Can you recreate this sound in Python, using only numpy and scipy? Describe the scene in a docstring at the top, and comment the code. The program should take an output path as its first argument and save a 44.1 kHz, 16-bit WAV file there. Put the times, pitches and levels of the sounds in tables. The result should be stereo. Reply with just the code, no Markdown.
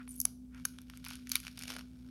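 """A mandarin is peeled by hand, close to a pair of microphones in a humming room.
The moist skin squeaks under the thumb, then bursts in a few sharp snaps. Fibres of pith (the white
layer under the skin) part in ticks and a fine crackle, and the strip of peel flutters as it comes free.
Fingertips rub softly on the rind, and the fruit in the cupped hands rings briefly after each crack."""
import sys
import numpy as np
from scipy import signal
from scipy.fft import rfft, irfft
from scipy.io import wavfile
from scipy.ndimage import uniform_filter1d

SR = 44100
rng = np.random.default_rng(int(sys.argv[2]) if len(sys.argv) > 2 else 0)


def log_audio(samples):
    """Write samples as a 16-bit WAV file to the path given in sys.argv[1]."""
    # one column per channel
    frames = np.atleast_2d(samples).T
    # limit to full scale, then quantise
    limited = np.clip(frames, -1, 1)
    pcm = np.round(limited * 32767).astype(np.int16)
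    wavfile.write(sys.argv[1], SR, pcm)


N = 92610
TAPS = 2048  # samples in one filter or one burst
TIME = np.arange(N) / SR
SCENE_HZ, FILTER_HZ = np.fft.rfftfreq(N, 1 / SR), np.fft.rfftfreq(TAPS, 1 / SR)

# Tones of an appliance: pitch_hz, level_db, waver_amount
HUM_TONES = [(59, -61.5, 0), (117, -65, 0.18), (167.8, -68.5, 0.7), (250.37, -52.5, 0.32)]
# Tone colour of the room noise: frequency_hz, gain_db
AIR_COLOUR = [(20, -22), (40, 2.5), (60, 15), (85, 10.5), (140, 5.5), (190, 12), (240, 4), (450, -9.5),
              (900, -21), (2000, -32.5), (10000, -27), (15500, -33.5)]
# Stereo width of the room noise: frequency_hz, side_over_mid_db
AIR_WIDTH = [(50, -14), (200, -3.5), (500, 0.5)]
# Time the room's echo takes to fade by 60 dB: frequency_hz, fade_s
ROOM_FADE = [(300, 0.36), (2000, 0.21), (6000, 0.36), (13000, 0.27)]
# Sound bouncing off the hands and fruit: frequency_hz, gain_db
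BOUNCE_COLOUR = [(200, -30), (600, -4), (1400, -14), (5200, -4), (7500, -9), (15000, -22)]
# How the two microphones differ: frequency_hz, left_lead_radians, left_over_right_db
MIC_PAIR = [(0, 0, 2.6), (600, 0, 3.8), (1250, -.2, .8), (2400, .5, 2), (4000, .7, .8), (5200, 1.4, 0),
            (5400, 4.8, 0), (6500, 4.5, 0), (7350, 3.14, 0), (17000, -5.1, 0)]
# Ringing of the fruit and cupped hands: pitch_hz, width_hz, gain_db
HOLLOW_RINGS = [(1447, 260, 0), (2300, 140, -2)]
# Fingertips sliding: middle_s, half_length_s, level_db
FINGER_RUBS = [(0, 0.027, -58.5), (.565, 0.033, -64)]
# Path of the squeak: time_s, pitch_hz, relative_level_db
SQUEAK_PATH = [(.08, 11000, -56), (0.092, 9300, -48.5), (.117, 9030, -46.5), (0.13, 7500, -51),
               (.15, 8320, -51.5), (0.162, 9220, -44.5), (.198, 11830, -49.5)]
# The loose strip sounds lower as it grows: time_s, low_cut_hz
STRIP_LOW_CUT = [(1.1, 1130), (1.8, 447)]
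# Tone colour of the pith: frequency_hz, gain_db
PITH_COLOUR = [(100, -24), (400, -5.5), (900, -5), (2000, -1.5), (4500, 1.5), (7000, -1.5), (9000, -2),
               (11500, -4.5), (15500, -16.5)]
# How hard the peel tears: time_s, relative_level_db
TEAR_STRENGTH = [(.2, -75.5), (.35, -91), (.5, -84.5), (.6, -68.5), (.85, -76.5), (.95, -67), (1.03, -70),
                 (1.11, -50.5), (1.2, -69), (1.28, -68), (1.36, -47), (1.42, -62), (1.46, -55),
                 (1.55, -71.5), (1.62, -55), (1.66, -56.5), (1.705, -45.5), (1.75, -55.5), (1.8, -59),
                 (1.85, -76)]
# Single fibres parting: time_s, relative_level_db, brightness_db_per_octave
FIBRE_TICKS = [ (0.077, -46, -9.5), (0.547, -48.5, -2.5), (0.599, -52.5, -8), (0.686, -44.5, 6),
               (0.7867, -38.5, -3), (0.817, -43.5, 11), (0.8994, -39, -1.5), (0.937, -47, -13),
               (0.9737, -39, 3), (1.0432, -39.5, -1.5), (1.0495, -34.5, 6.5), (1.0614, -38.5, 0.5),
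               (1.0647, -34.5, -6), (1.0672, -43, 14), (1.0849, -31.5, 11), (1.1049, -34.5, 7),
               (1.11, -39.5, -6.5), (1.1351, -40, 1.5), (1.1552, -36, 0.5), (1.2718, -39, 0),
               (1.294, -29.5, 10.5), (1.3, -37.5, 3.5), (1.3326, -37, 4), (1.3415, -40, 2),
               (1.3654, -29, -1), (1.379, -45, -2), (1.402, -34, 5.5), (1.451, -40.5, 0.5),
               (1.4683, -32.5, -3.5), (1.4805, -34, -2), (1.5748, -36, 3.5), (1.579, -40, -3),
               (1.5916, -30.5, 10.5), (1.612, -38.5, -1), (1.6233, -32.5, 1.5), (1.6359, -30.5, 0.5),
               (1.681, -37, -2.5), (1.692, -41, -3), (1.703, -39, -9), (1.71, -40.5, -4.5),
               (1.7202, -42.5, -3), (1.738, -38, -1.5), (1.742, -41, 3), (1.7653, -32.5, -2.5),
               (1.7925, -37.5, -1), (1.81, -42, -4.5)]
# Tone colour of the skin: frequency_hz, gain_db
SKIN_COLOUR = [(100, 4), (1000, -1), (1500, -4.5), (1900, -10.5), (2400, -2.5), (3400, -5), (4600, 2),
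               (8800, 2.5), (12000, 5.5), (15000, -0.5), (16500, 0)]
# Skin bursting: time_s, relative_level_db, rise_ms, decay_ms, low_cut_hz, 3 x (ring_hz, full_boost_db)
SKIN_SNAPS = [ (0.202, -1.5, 0.085, 0.77, 5900, 6350, 4.9, 7300, 6, 14000, 9),
              (0.2146, -9.5, 0.23, 1.3, 4840, 6100, 2.2, 7400, 6, 11200, 11),
              (0.2535, -6.5, 0.64, 0.59, 600, 6090, 16.8, 7510, 16.6, 10600, 19.3),
              (0.6527, -5.5, 0.1, 1.73, 1060, 1580, 12.8, 6530, 15, 10100, 9.3),
              (1.3178, -5.5, 0.69, 2.5, 1330, 4290, 13, 6240, 9.8, 7600, 7.5),
              (1.3561, -1.5, 1, 0.66, 1120, 2230, 14, 3780, 16.3, 10400, 5)]

GRAINS_PER_S = 1300  # tiny clicks in the crackle
TILT_PIVOT_HZ = 4000  # brightness slopes turn around this frequency


def amp(db):
    """Turns decibels into a number to multiply by."""
    return 10 ** (np.asarray(db) / 20)


def unit(x):
    """Scales a signal to an average (rms) level of 1."""
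    return x / np.sqrt(np.mean(x ** 2) + 1e-20)


def read(points, hz):
    """Reads between the rows of a table, giving each octave equal room."""
    row_hz, value = np.transpose(points)
    return np.interp(np.log(hz + 1), np.log(row_hz + 1), value)


def add(mix, start_s, sound):
    """Mixes a sound in at the given time."""
    start = round(start_s * SR)
    sound = sound[max(-start, 0):]
    part = mix[max(start, 0):][:len(sound)]
    part += sound[:len(part)]


def colour(x, db):
    """Turns each frequency in FILTER_HZ up or down by db, with no ringing ahead of the sound."""
    log_gain = np.log(amp(np.maximum(db, -100)))
    mirrored = np.concatenate([log_gain, log_gain[-2:0:-1]])
    taps = np.fft.ifft(np.exp(np.conj(signal.hilbert(mirrored)))).real
    return signal.fftconvolve(x, taps)[:len(x)]


def low_cut(hz, steepness=6):
    """A curve in dB that weakens everything below hz."""
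    return -10 * np.log10(1 + (hz / (FILTER_HZ + 1)) ** steepness)


def hump(hz):
    """A curve in dB that keeps a broad band around hz."""
    return -10 * np.log2((FILTER_HZ + 1) / hz) ** 2


def drift(hz):
    """A smooth random wobble; higher hz makes it faster."""
    return unit(irfft(rfft(rng.standard_normal(N)) * np.exp(-(SCENE_HZ / hz) ** 2), N))


def pair(mid, side):
    """Makes left and right from what they share (mid) and how they differ (side)."""
    return np.array([mid + side, mid - side])


def burst(rise_ms, decay_ms, crack):
    """Cells pop in a quick run around one main crack, TAPS / 2 samples in."""
    ms = (np.arange(TAPS) - TAPS // 2) * 1000 / SR
    pops = rng.standard_normal(TAPS) * np.exp(np.minimum(ms / rise_ms, -ms / decay_ms))
    spectrum = rfft(pops / np.linalg.norm(pops) + crack * (ms == 0))
    power = uniform_filter1d(abs(spectrum) ** 2, size=31)
    return irfft(spectrum / np.sqrt(power + 1e-12))  # even from bass to treble


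def hum(waver_hz=10.8):
    """An appliance hums in low tones, most of them wavering."""
    tones = 0
    for hz, db, waver in HUM_TONES:
        phase = 2 * np.pi * (hz * TIME + rng.random())
        tone = (1 + waver * drift(waver_hz)) * np.cos(phase) + waver * drift(waver_hz) * np.sin(phase)
        tones += amp(db) * unit(tone)
    return tones


def room_noise(level_db=-60):
    """A soft, low rush fills the room, wider in the treble than in the bass."""
    gain = amp(read(AIR_COLOUR, SCENE_HZ))
    mid, side = (unit(irfft(rfft(rng.standard_normal(N)) * gain, N)) for _ in range(2))
    return amp(level_db) * pair(mid, colour(side, read(AIR_WIDTH, FILTER_HZ)))


def room_echo(x, delay_s=0.006):
    """The room adds a smooth tail, each frequency fading at its own speed."""
    hz, seconds, noise = signal.stft(rng.standard_normal(SR // 2), SR, nperseg=256)
    fade = amp(-60 * seconds / read(ROOM_FADE, hz)[:, None])
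    tail = signal.istft(noise * fade, SR, nperseg=256)[1]
    tail = np.concatenate([np.zeros(round(delay_s * SR)), tail])
    return signal.fftconvolve(x, tail / np.linalg.norm(tail))[:N]


def hand_bounces(x):
    """Sound bounces off the hands and fruit in a quick cluster of echoes."""
    echoes = signal.fftconvolve(x, burst(rise_ms=0.1, decay_ms=1, crack=0))[TAPS // 2:][:N]
    return colour(echoes, read(BOUNCE_COLOUR, FILTER_HZ))


def hollow(x):
    """The fruit cupped in the hands rings briefly after each crack."""
    return x + sum(amp(db) * signal.lfilter(*signal.iirpeak(hz, hz / width_hz, SR), x)
                   for hz, width_hz, db in HOLLOW_RINGS)


def finger_rubs():
    """Fingertips slide softly over the rind as the grip shifts."""
    level = sum(amp(db) * np.exp(-((TIME - middle_s) / half_length_s) ** 2)
                for middle_s, half_length_s, db in FINGER_RUBS)
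    return level * unit(colour(rng.standard_normal(N), hump(hz=1498)))


def peel_flutter(start_s=1.68, end_s=1.83, level_db=-64):
    """The soft strip of peel flutters as it comes free."""
    swell = np.sin(np.pi * np.clip((TIME - start_s) / (end_s - start_s), 0, 1))
    grains = rng.standard_normal(N) * (rng.random(N) < GRAINS_PER_S / 2 / SR)
    return amp(level_db) * swell * unit(colour(grains, hump(hz=505)))


def thumb_squeak(gain_db=-1.5, width_hz=840, slips_per_s=120, slip_depth=0.9, fizz_db=-5):
    """Moist skin slips under the thumb in a thin, stuttering whistle that dips and rises."""
    times, hz, db = np.transpose(SQUEAK_PATH)
    phase = 2 * np.pi * np.cumsum(np.interp(TIME, times, hz)) / SR
    whistle = drift(width_hz / 2) * np.cos(phase) + drift(width_hz / 2) * np.sin(phase)
    treble_band = signal.butter(2, [7000, 13000], "band", fs=SR, output="sos")
    fizz = unit(signal.sosfilt(treble_band, rng.standard_normal(N)))
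    slips = np.exp(slip_depth * np.cos(2 * np.pi * slips_per_s * TIME + 2 * drift(slips_per_s / 2)))
    level = amp(gain_db + np.interp(TIME, times, db)) * (TIME > times[0]) * (TIME < times[-1])
    return level * unit((whistle + amp(fizz_db) * fizz) * slips)


def fibre_rings(depth_db=4.2):
    """Each fibre rings at its own chance pitches: a bumpy curve in dB."""
    bumps = uniform_filter1d(rng.standard_normal(len(FILTER_HZ)), size=25)
    return depth_db * unit(uniform_filter1d(bumps, size=19))


def pith_crackle(gain_db=2.5, spread_db=5, clump_db=2.5, tilt_db_per_octave=-1, kinds=12):
    """Fine fibres give way in uneven clumps as the peel lifts."""
    size_db = spread_db * np.minimum(rng.exponential(1, N), 3) + clump_db * drift(hz=120)
    grains = amp(size_db) * rng.choice([-1, 1], N) * (rng.random(N) < GRAINS_PER_S / SR)
    kind = rng.integers(0, kinds, N)
    octaves = np.log2((FILTER_HZ + 1) / TILT_PIVOT_HZ).clip(-4)
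    shape = read(PITH_COLOUR, FILTER_HZ) + tilt_db_per_octave * octaves
    full = sum(colour(grains * (kind == k), shape + fibre_rings()) for k in range(kinds))
    times, low_hz = np.transpose(STRIP_LOW_CUT)
    thin = colour(full, low_cut(low_hz[0]))
    looseness = np.interp(TIME, times, [0, 1]) ** 2  # a longer strip lets in more bass
    level = amp(gain_db + np.interp(TIME, *np.transpose(TEAR_STRENGTH)))
    return level * unit(thin + looseness * (full - thin))


def pith_ticks(gain_db=13.5):
    """Single fibres of pith part, some dull and some bright."""
    out = np.zeros(N)
    octaves = np.log2(np.maximum(FILTER_HZ, 1000) / TILT_PIVOT_HZ)
    for time_s, db, brightness in FIBRE_TICKS:
        low_hz = np.interp(time_s, *np.transpose(STRIP_LOW_CUT))
        shape = read(PITH_COLOUR, FILTER_HZ) + brightness * octaves + low_cut(low_hz)
        tick = colour(burst(rise_ms=0.12, decay_ms=0.55, crack=1.2), shape + fibre_rings())
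        add(out, time_s - TAPS / 2 / SR, amp(db + gain_db) * tick / np.linalg.norm(tick))
    return out


def skin_snaps(ring_share, gain_db=-1):
    """The skin bursts; each split rings briefly at its own pitches."""
    out = np.zeros(N)
    for time_s, db, rise_ms, decay_ms, low_hz, *rings in SKIN_SNAPS:
        shape = read(SKIN_COLOUR, FILTER_HZ) + np.maximum(low_cut(low_hz, steepness=12), -30)
        for ring_hz, boost_db in zip(rings[::2], rings[1::2]):
            width_hz = 250 + 0.04 * ring_hz
            shape += ring_share * boost_db * np.exp(-((FILTER_HZ - ring_hz) / width_hz) ** 2)
        snap = colour(burst(rise_ms, decay_ms, crack=0.86), shape)
        add(out, time_s - TAPS / 2 / SR, amp(db + gain_db) * snap)
    return out


def scene(echo_db=-14, echo_side_db=-17, dull_above_hz=11000):
    """Mixes the peeling with its echoes, the hum and the room noise."""
    small_sounds = pith_ticks() + pith_crackle() + peel_flutter() + thumb_squeak() + finger_rubs()
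    peel = hollow(small_sounds + skin_snaps(ring_share=0.98))
    # The room gets the snaps from all sides, duller and with their rings evened out.
    into_room = hollow(small_sounds + skin_snaps(ring_share=0.4))
    into_room = colour(into_room, -10 * np.log10(1 + (FILTER_HZ / dull_above_hz) ** 2))
    close = pair(peel, hand_bounces(peel))
    echo = pair(room_echo(into_room), amp(echo_side_db) * room_echo(into_room))
    return close + amp(echo_db) * echo + hum() + room_noise()


def record(dry, cutoff_hz=16250):
    """Two spaced microphones hear slightly different timing and level; the highest treble is cut."""
    hz, lead_radians, left_db = np.transpose(MIC_PAIR)
    phase, balance_db = np.interp(FILTER_HZ, hz, lead_radians), np.interp(FILTER_HZ, hz, left_db)
    response = amp([balance_db / 2, -balance_db / 2]) * np.exp(0.5j * np.array([phase, -phase]))
    mic_filters = np.fft.fftshift(irfft(response), axes=1)
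    heard = signal.fftconvolve(dry, mic_filters, axes=1)[:, TAPS // 2:][:, :N]
    treble_cut = signal.firwin(161, cutoff_hz, window=("kaiser", 9), fs=SR)
    return signal.oaconvolve(heard, treble_cut[None], "same")


dry = scene()
out = record(dry)
log_audio(out)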